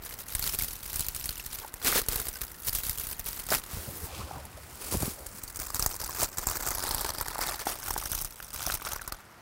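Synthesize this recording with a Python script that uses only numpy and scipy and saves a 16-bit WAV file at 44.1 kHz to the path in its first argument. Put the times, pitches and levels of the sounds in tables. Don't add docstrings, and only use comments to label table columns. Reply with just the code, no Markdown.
import sys
import numpy as np
from scipy import signal
from scipy.fft import rfft, irfft, next_fast_len
from scipy.io import wavfile
from scipy.ndimage import uniform_filter1d, map_coordinates

SR = 44100
rng = np.random.default_rng(int(sys.argv[2]) if len(sys.argv) > 2 else 0)


def generate_wav(sig):
    pcm = np.round(np.clip(np.atleast_2d(sig).T, -1, 1) * 32767).astype(np.int16)
    wavfile.write(sys.argv[1], SR, pcm)


def nominal_scale(level):
    x = np.asarray(level, float) / 20
    return 10 ** x


N = 415289

# time_s, hollow_flexing_db, slapping_on_log_db
HAND_DEPTH = [(0, -10.5, -16.5), (0.67, -16.5, -26), (1.46, -16, -24), (1.7, -9.5, -13.5),
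              (2.218, -10.5, -15), (2.8, -16.5, -25), (3.37, -13.5, -21), (3.5, -10.5, -17),
              (4.002, -13, -12.5), (5.2, -15, -16), (6.14, -10.5, -20), (7.37, -4, -14), (7.8, -7, -18.5),
              (8.2, -14, -24), (8.69, -10, -22.5), (9.42, 1, -11)]
# time_s, level_db, brightest_hz
LOUD_SNAPS = [(0.3507, -11.5, 8700), (0.3933, -16, 11600), (0.4248, -18.5, 4440), (0.44, -18.5, 4450),
              (0.4941, -18.5, 5300), (0.464, -22, 8500), (0.5881, -16, 12300), (0.6084, -23.5, 2200),
              (0.622, -15, 13500), (0.6449, -17.5, 12180), (0.8614, -25, 12300), (0.9305, -22, 13600),
              (0.9577, -17, 11060), (0.9941, -15.5, 8000), (1.0064, -15, 8300), (1.085, -16, 12900),
              (1.1626, -20, 8800), (1.2416, -21, 5570), (1.257, -19.5, 10600), (1.291, -15.5, 4300),
              (1.3972, -24.5, 2730), (1.462, -20, 11460), (1.74, -25.5, 12900), (1.847, -14, 13500),
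              (2.0854, -11, 10600), (2.158, -17.5, 14500), (2.268, -24, 10970), (2.287, -17.5, 14040),
              (2.3376, -30, 5900), (2.356, -27, 5040), (2.4154, -17.5, 10500), (2.676, -19.5, 14000),
              (2.7302, -17.5, 13470), (2.754, -19, 13000), (2.895, -13, 13600), (2.9835, -18.5, 7600),
              (3.0694, -19.5, 12800), (3.1942, -17, 15100), (3.466, -23.5, 8470), (3.504, -16.5, 5300),
              (3.518, -19, 14100), (3.536, -21, 13600), (4.452, -32, 11400), (4.971, -19, 12200),
              (5.0234, -23, 10000), (5.2652, -23, 12000), (5.436, -23.5, 13600), (5.4438, -32, 9900),
              (5.478, -30, 4570), (5.501, -31, 10000), (5.559, -24.5, 6470), (5.57, -23.5, 9400),
              (5.5996, -20, 8850), (5.618, -29, 6050), (5.668, -24.5, 8900), (5.703, -25.5, 4960),
              (5.7454, -21, 7400), (5.795, -13.5, 9300), (5.8249, -13, 4970), (5.862, -12, 7540),
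              (5.9634, -24, 8600), (6.001, -25.5, 4630), (6.0394, -23, 4720), (6.231, -11, 7650),
              (6.3717, -27.5, 7000), (6.3838, -16, 7460), (6.4696, -14.5, 7500), (6.4986, -19, 9900),
              (6.5609, -22.5, 4400), (6.569, -19, 12900), (6.625, -21.5, 7900), (6.665, -19, 7500),
              (6.6724, -25, 7200), (6.6862, -16, 7200), (6.706, -17.5, 9100), (6.7502, -19, 13700),
              (6.793, -21.5, 8900), (6.8384, -17, 7400), (6.89, -19, 13700), (6.909, -20.5, 4330),
              (6.9464, -14.5, 13300), (7.009, -17, 14000), (7.1834, -19.5, 4800), (7.2112, -15.5, 14800),
              (7.2822, -20, 6500), (7.389, -23, 11800), (7.412, -21, 5600), (7.487, -23, 3660),
              (7.839, -27, 10900), (7.8835, -22.5, 8700), (7.907, -17.5, 11400), (7.9384, -20, 8640),
              (8.0367, -26, 11700), (8.0573, -19.5, 5400), (8.117, -16.5, 8740), (8.1298, -20, 5930),
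              (8.1508, -16.5, 6150), (8.214, -19, 11500), (8.221, -21, 11900), (8.2468, -18, 9700),
              (8.539, -26.5, 8700), (8.6652, -16, 5900), (8.722, -17.5, 4060), (8.741, -18, 11700),
              (8.863, -25, 9100), (8.9324, -19, 9400), (8.961, -23, 12200), (9.017, -27, 10600),
              (9.077, -22, 9200), (9.1226, -19, 4260)]
# start_s, length_s, level_db, change_db
CRACKLE_BURSTS = [(0.036, 0.11, -42.5, -1.5), (0.19, 0.012, -43, 4.5), (0.288, 0.079, -43, 5),
                  (0.428, 0.12, -33, -2.5), (0.594, 0.16, -35, -8), (0.847, 0.11, -40, -6),
                  (0.95, 0.11, -35, -5.5), (1.064, 0.14, -51, 10), (1.353, 0.061, -47.5, -3),
                  (1.535, 0.14, -38, -13), (1.862, 0.02, -26.5, 4), (1.891, 0.047, -32.5, -0.5),
                  (1.958, 0.03, -24.5, -0.5), (2.115, 0.16, -32.5, -6), (2.419, 0.025, -39.5, -4),
                  (2.684, 0.0064, -26, -6), (2.751, 0.045, -31, -4.5), (2.843, 0.097, -33, -7),
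                  (2.986, 0.045, -36.5, 1), (3.07, 0.057, -42, 3.5), (3.284, 0.023, -32, -5.5),
                  (3.36, 0.044, -40, 0.5), (3.526, 0.029, -26.5, -1), (3.72, 0.19, -42, -5.5),
                  (3.943, 0.028, -45, 2.5), (4.004, 0.054, -45.5, 4), (4.153, 0.08, -45.5, -3),
                  (4.811, 0.076, -41.5, 3), (4.927, 0.016, -32, 2), (5.005, 0.11, -34.5, -3.5),
                  (5.353, 0.0083, -45.5, 3), (5.605, 0.012, -38.5, 3.5), (5.654, 0.045, -41.5, -5),
                  (5.753, 0.19, -35.5, -4), (6.01, 0.17, -37.5, -7), (6.138, 0.098, -40, 12.5),
                  (6.387, 0.063, -37, -6.5), (6.482, 0.065, -35.5, 0), (6.582, 0.07, -41, 2),
                  (6.667, 0.3, -33.5, -22), (6.805, 0.23, -36, -1), (7.044, 0.046, -39, 6.5),
                  (7.411, 0.23, -33, -9.5), (7.676, 0.046, -32.5, -2), (7.83, 0.09, -38.5, -0.5),
                  (7.97, 0.24, -36.5, -10), (8.157, 0.12, -35.5, -13), (8.432, 0.028, -49, 8.5),
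                  (8.55, 0.14, -38, -0.5), (8.676, 0.082, -34.5, -3), (8.827, 0.09, -41, 5)]
# time_s, level_db
FAINT_RUSTLE = [(0, -56), (1.3, -41.5), (1.7, -51.5), (2.3, -45.5), (2.6, -49), (3.7, -46), (4.3, -49.5),
                (4.5, -54), (4.75, -48.5), (5.3, -48), (6.33, -48), (7.2, -41.5), (8.3, -48), (9.1, -50),
                (9.3, -61)]
# time_s, share_0_to_1
SNAP_SHARE = [(0, 0.89), (3.66, 0.87), (3.72, 0.2), (5.15, 0.55), (5.56, 0.96), (9.14, 1), (9.3, .4)]
# time_s, tilt_db_per_octave
RUSTLE_TILT = [(0, -0.5), (.9, -0.5), (1.7, -1), (1.9, -2), (2.5, 1), (3.4, 0), (3.7, -2.5), (4.05, 1),
               (4.12, -7.5), (4.3, -5.5), (4.6, -3.5), (4.9, -2.5), (5.2, -2), (7.2, -5), (8.3, -2.5),
               (9.0, -5.5), (9.42, -7)]
# pitch_hz, level_db_per_hz (relative)
FLAT_COLOUR = [(120, -55), (200, -3.5), (481, 3.5), (537, -6), (1390, -2.5), (3050, -4.5), (4390, -1.5),
               (6810, -2.5), (13200, 3), (15800, 2)]
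# pitch_hz, level_db_per_hz (relative)
PACKET_COLOUR = [(120, -14), (200, -12), (346, -3), (577, -7), (912, -3), (1520, -6), (2940, -14.5),
                 (4810, -5.5), (6570, -5.5), (8000, -4.5), (10600, -1.5), (13600, -2), (15800, -0.5)]
# time_s, log_extra_path_s, log_strength_0_to_1, housing_strength_0_to_1
BOUNCES = [(3.4, 0.00011, 0, 0), (5.2, 0.00011, 0.2, 0.07), (5.7, 0.00014, 0.2, 0.07),
           (6.7, 0.00014, 0.36, 0), (6.85, 0.00022, 0.28, 0), (7.15, 0.00022, 0.25, 0.05),
           (7.4, 0.00028, 0, 0.28), (7.8, 0.00034, 0.3, 0), (9.4, 0.00034, 0.1, 0)]
# time_s, level_db, pitch_hz
DENT_POPS = [(1.615, -45, 900), (1.634, -38, 1080), (1.646, -30.5, 870), (1.926, -14.5, 1360),
             (1.957, -19, 490), (2.358, -37, 1530), (3.517, -19.5, 607), (3.5235, -18, 690),
             (3.524, -12, 1390), (3.535, -17, 1394), (4.311, -26, 780), (4.333, -40, 764),
             (4.356, -36, 790), (4.372, -40, 970), (4.387, -43, 590), (4.942, -21, 550), (5.023, -29, 840),
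             (5.702, -28.5, 1170), (6.031, -33, 875), (6.091, -29, 1060), (6.199, -27, 1280),
             (6.227, -19, 645), (7.05, -18, 930), (7.21, -21.5, 945), (7.357, -23.5, 875),
             (7.391, -19, 855), (7.669, -12.5, 790), (7.907, -18.5, 950), (7.963, -17, 870),
             (8.025, -28, 1160), (8.06, -25, 1490), (8.134, -25, 1410), (8.402, -25.5, 1480),
             (8.673, -21.5, 710), (8.7, -15, 1400), (8.819, -25, 1130), (8.869, -20, 1330),
             (8.962, -25, 1050), (8.994, -31, 1690)]
# time_s, level_db, pitch_hz
GROUND_THUDS = [(3.518, -23, 284), (3.733, -26, 73), (3.768, -26, 101), (3.878, -27, 108), (4.031, -28, 80),
                (4.192, -26.5, 104), (4.946, -18, 184), (4.967, -21, 81), (4.952, -22, 417),
                (5.03, -19, 333), (5.078, -21, 230)]
# time_s, level_db
SHUFFLE_LEVEL = [(3.66, -53), (3.73, -51.5), (4.14, -40.5), (4.24, -36.5), (4.3, -43), (4.37, -38.5),
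                 (4.47, -49.5), (4.85, -53), (5.0, -38), (5.12, -45), (5.4, -56)]
# time_s, level_db
BOOT_DRAGS = [(4.939, -37), (5.031, -37)]
# pitch_hz, level_db_per_hz (relative)
SCUFF_COLOUR = [(35, -30), (60, 13), (183, -8), (301, -13.5), (550, -7), (1350, -13), (2000, -47),
                (2600, -57), (4400, -120)]
# pitch_hz, level_db_per_hz (relative)
STREAM_COLOUR = [(60, 8.5), (600, -2), (1200, 1.5), (2000, -3), (3000, -11.5), (7000, -26), (15000, -41)]

BANDS_HZ = 180 * 2 ** np.arange(0, 6.7, 1 / 4)
HOLLOW_FROM_HZ, CRACKLE_FROM_HZ = 550, 2200
BAND_GROUP = np.digitize(BANDS_HZ, [HOLLOW_FROM_HZ, CRACKLE_FROM_HZ])
FOLD_START_S, FOLD_LENGTH_S = 2.97, 2.6
CRUSH_DB = -27.5
RISE_DB_PER_S, FALL_DB_PER_S = 432, 393
CLOSED_S, CAVITY_HZ, CAVITY_DB, CAVITY_OCTAVES = 7.72, 1350, 8, 0.18
HOUSING_DELAY_S = 0.000306
BOOT_DRAG_S = 0.011
STREAM_DB = -54


def foil():
    t = np.arange(N) / SR
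    crackle = bursts(t)
    time_s, hollow, slap = np.transpose(HAND_DEPTH)
    slap_db, hollow_db = np.interp(t, time_s, slap), np.interp(t, time_s, hollow)
    grain = np.clip(np.interp(t, *np.transpose(SNAP_SHARE)), 0, 1)
    grain = grain / (1 + crackle / nominal_scale(CRUSH_DB) ** 2)
    tilt_db = np.interp(t[::64], *np.transpose(RUSTLE_TILT))
    snaps = draw_small_snaps()
    shake = rng.standard_normal(N) * np.exp(.5 * rng.standard_normal(N))
    shake /= shake.std()
    folded = np.clip((t - FOLD_START_S) / FOLD_LENGTH_S, 0, 1)
    spectrum = 0
    for hz, g, flat, packet in zip(BANDS_HZ, BAND_GROUP, band_shares(FLAT_COLOUR), band_shares(PACKET_COLOUR)):
        small = small_snaps(snaps, hz, g, grain)
        lean = np.repeat(nominal_scale(tilt_db * np.log2(hz / 8000)) ** 2, 64)[:N] if g == 2 else 1
        depth = nominal_scale((slap_db, hollow_db, 0)[g]) ** 2
        power = depth * (crackle * lean * small + loud_snaps(hz, g))
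        cavity_db = CAVITY_DB * np.exp(-(np.log2(hz / CAVITY_HZ) / CAVITY_OCTAVES) ** 2)
        power = power * nominal_scale((t > CLOSED_S) * cavity_db) ** 2
        share = flat + (packet - flat) * folded
        spectrum = spectrum + slice_of(shake * np.sqrt(power * share), hz)
    shaken = irfft(spectrum, next_fast_len(N))[:N]
    pings = rings(LOUD_SNAPS, boost_db=2.0, fall_turns=2.55, soft_turns_per_db=0.5, under_db=-13.5)
    return shaken + pings


def bursts(t):
    start_s, length_s, db, change_db = np.transpose(CRACKLE_BURSTS)[:, :, None]
    coarse_t = t[::64]
    age_s, length_s = coarse_t - start_s, np.maximum(length_s, .001)
    edges_db = RISE_DB_PER_S * np.minimum(age_s, 0) - FALL_DB_PER_S * np.maximum(age_s - length_s, 0)
    level_db = db + change_db * np.clip(age_s / length_s, 0, 1) + edges_db
    power = (nominal_scale(level_db) ** 2).sum(axis=0)
    rustle = nominal_scale(np.interp(t, *np.transpose(FAINT_RUSTLE))) ** 2
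    return np.interp(t, coarse_t, power) + rustle


def draw_small_snaps():
    when, size, pitch, kind = rng.random((2600, 4)).T
    power = nominal_scale(np.minimum(-5.0 * np.log(size), 13.0)) ** 2
    brightest_hz = 8000 * 2 ** (2.4 * (pitch - .5))
    return when * N / SR, power, brightest_hz, kind < .65


def small_snaps(snaps, hz, group, grain):
    time_s, power, brightest_hz, sudden = snaps
    fall_s = 0.002 * (6000 / hz) ** 0.054
    each = power * around(hz, group, brightest_hz, 1.0)
    each = each * nominal_scale(5.34 * rng.standard_normal(len(power))) ** 2
    dense = fade(time_s, each * sudden, 0.0001, fall_s)
    dense = dense + fade(time_s, each * ~sudden, 0.00031, 0.57 * fall_s)
    dense = dense + nominal_scale(6.0) ** 2 * fade(time_s, each * sudden, 0.00004, 0.00015)
    even = dense / uniform_filter1d(dense + 1e-9, int(.08 * SR))
    return grain * even + 1 - grain


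def loud_snaps(hz, group):
    time_s, db, brightest_hz = np.transpose(LOUD_SNAPS)
    after = np.arange(SR // 30)
    age_s = after / SR
    crack = (1 - np.exp(-age_s / 0.0001)) * np.exp(-age_s / 0.0016)
    rattle = nominal_scale(-16) ** 2 * np.exp(-age_s / 0.0034)
    uneven_db = 2.04 * rng.standard_normal(len(time_s))
    peak = nominal_scale(db + (-11.0, -9.0, -7.0)[group] + uneven_db) ** 2 * around(hz, group, brightest_hz, 1.17)
    places = (time_s[:, None] * SR).astype(int) + after
    return np.bincount(places.ravel(), (peak[:, None] * (crack + rattle)).ravel(), N)[:N]


def around(hz, group, centre_hz, db):
    return nominal_scale(-db * np.log2(hz / centre_hz) ** 2) ** 2 if group == 2 else 1


def band_shares(table):
    power = nominal_scale(colour(table, BANDS_HZ)) ** 2 * BANDS_HZ
    return power / np.bincount(BAND_GROUP, power)[BAND_GROUP]


def echoed(x):
    time_s, lag_s, log, housing = np.transpose(BOUNCES)
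    n = np.arange(N)
    t = n / SR
    late = lambda delay_s: map_coordinates(x, [n - SR * delay_s], order=3)
    off_log = np.interp(t, time_s, log) * late(np.interp(t, time_s, lag_s))
    off_housing = np.interp(t, time_s, housing) * late(HOUSING_DELAY_S)
    return x + off_log - off_housing


def pops():
    return rings(DENT_POPS, boost_db=6.0, fall_turns=0.72, soft_turns_per_db=0.23, under_db=-9.5)


def thuds():
    return rings(GROUND_THUDS, boost_db=3.5, fall_turns=0.44, soft_turns_per_db=0, under_db=-5.5)


def shuffle():
    out, lurch = 0, walk(25.24)
    for hz in 70 * 2 ** np.arange(0, 5, .5):
        level_db = colour(SCUFF_COLOUR, hz) + 2.4 * lurch + 6.4 * walk(30)
        out = out + nominal_scale(level_db) * band(rng.standard_normal(N), hz, 0.45)
    t = np.arange(N) / SR
    level_db = np.interp(t, *np.transpose(SHUFFLE_LEVEL), left=-99, right=-99)
    drags = sum(nominal_scale(db) * np.exp(-((t - s) / BOOT_DRAG_S) ** 2) for s, db in BOOT_DRAGS)
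    return out / out.std() * (nominal_scale(level_db) + drags)


def stream():
    out, swell = 0, walk(1.0)
    for hz in 60 * 2 ** np.arange(0, 8.2, .5):
        level_db = colour(STREAM_COLOUR, hz) + 1.0 * swell + 1.0 * walk(5.7)
        out = out + nominal_scale(level_db) * band(rng.standard_normal(N), hz, 0.42)
    return out / out.std() * nominal_scale(STREAM_DB)


def rings(table, boost_db, fall_turns, soft_turns_per_db, under_db):
    out = np.zeros(N + SR)
    for (s, db, hz), (low, high) in zip(table, rng.random((len(table), 2))):
        fall = fall_turns + soft_turns_per_db * max(-25 - db, 0)
        turns = np.arange(int(8 * fall * SR / hz)) / SR * hz
        low_mode = np.sin(2 * np.pi * (0.44 + 0.36 * low) * turns)
        high_mode = np.sin(2 * np.pi * (1.42 + .5 * high) * turns)
        tone = np.sin(2 * np.pi * turns) + nominal_scale(under_db) * (low_mode + high_mode)
        swell = turns / fall * np.exp(-turns / fall)
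        out[int(s * SR):][:len(turns)] += nominal_scale(db + boost_db) * swell * tone
    return out[:N]


def fade(at_s, power, rise_s, fall_s):
    env = np.bincount(np.clip((at_s * SR).astype(int), 0, N - 1), power, N)
    up, down = np.exp(-1 / (rise_s * SR)), np.exp(-1 / (fall_s * SR))
    return signal.lfilter([1 - up], np.convolve([1, -up], [1, -down]), env)


def slice_of(x, hz):
    size = next_fast_len(N)
    bin_hz = np.maximum(np.arange(size // 2 + 1), 1) * SR / size
    away = 4 * np.log2(bin_hz / hz)
    shape = np.cos(np.pi / 2 * np.clip(away, -1, 1)) ** 2
    return rfft(x, size) * shape / np.sqrt(np.mean(shape ** 2))


def band(x, hz, octaves):
    edges = hz * 2 ** (np.array([-.5, .5]) * octaves)
    return signal.sosfilt(signal.butter(2, np.minimum(edges, .49 * SR), "band", fs=SR, output="sos"), x)


def colour(table, hz):
    f, db = np.transpose(table)
    return np.interp(np.log(hz), np.log(f), db)


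def walk(rate):
    k = int(SR / rate)
    held = np.repeat(rng.standard_normal(N // k + 1), k)
    return 1.3 * uniform_filter1d(uniform_filter1d(held, k), k)[:N]


def scene():
    return (echoed(foil()) + pops() + thuds() + shuffle() + stream())[None]


def low_pass(x):
    return signal.sosfilt(signal.butter(12, 16820, fs=SR, output="sos"), x)


def record(dry):
    treble = signal.sosfilt(signal.butter(2, 2500, "high", fs=SR, output="sos"), dry)
    shift = nominal_scale(6.0) * signal.sosfilt(signal.butter(1, 40, fs=SR, output="sos"), np.abs(treble))
    shifted = dry + shift - shift.mean()
    low_cut = signal.sosfilt(signal.butter(4, 27, "high", fs=SR, output="sos"), shifted)
    mix = signal.sosfilt(signal.ellip(10, .2, 70, 15730, fs=SR, output="sos"), low_cut)
    return low_pass(mix)


dry = scene()
out = record(dry)
generate_wav(out)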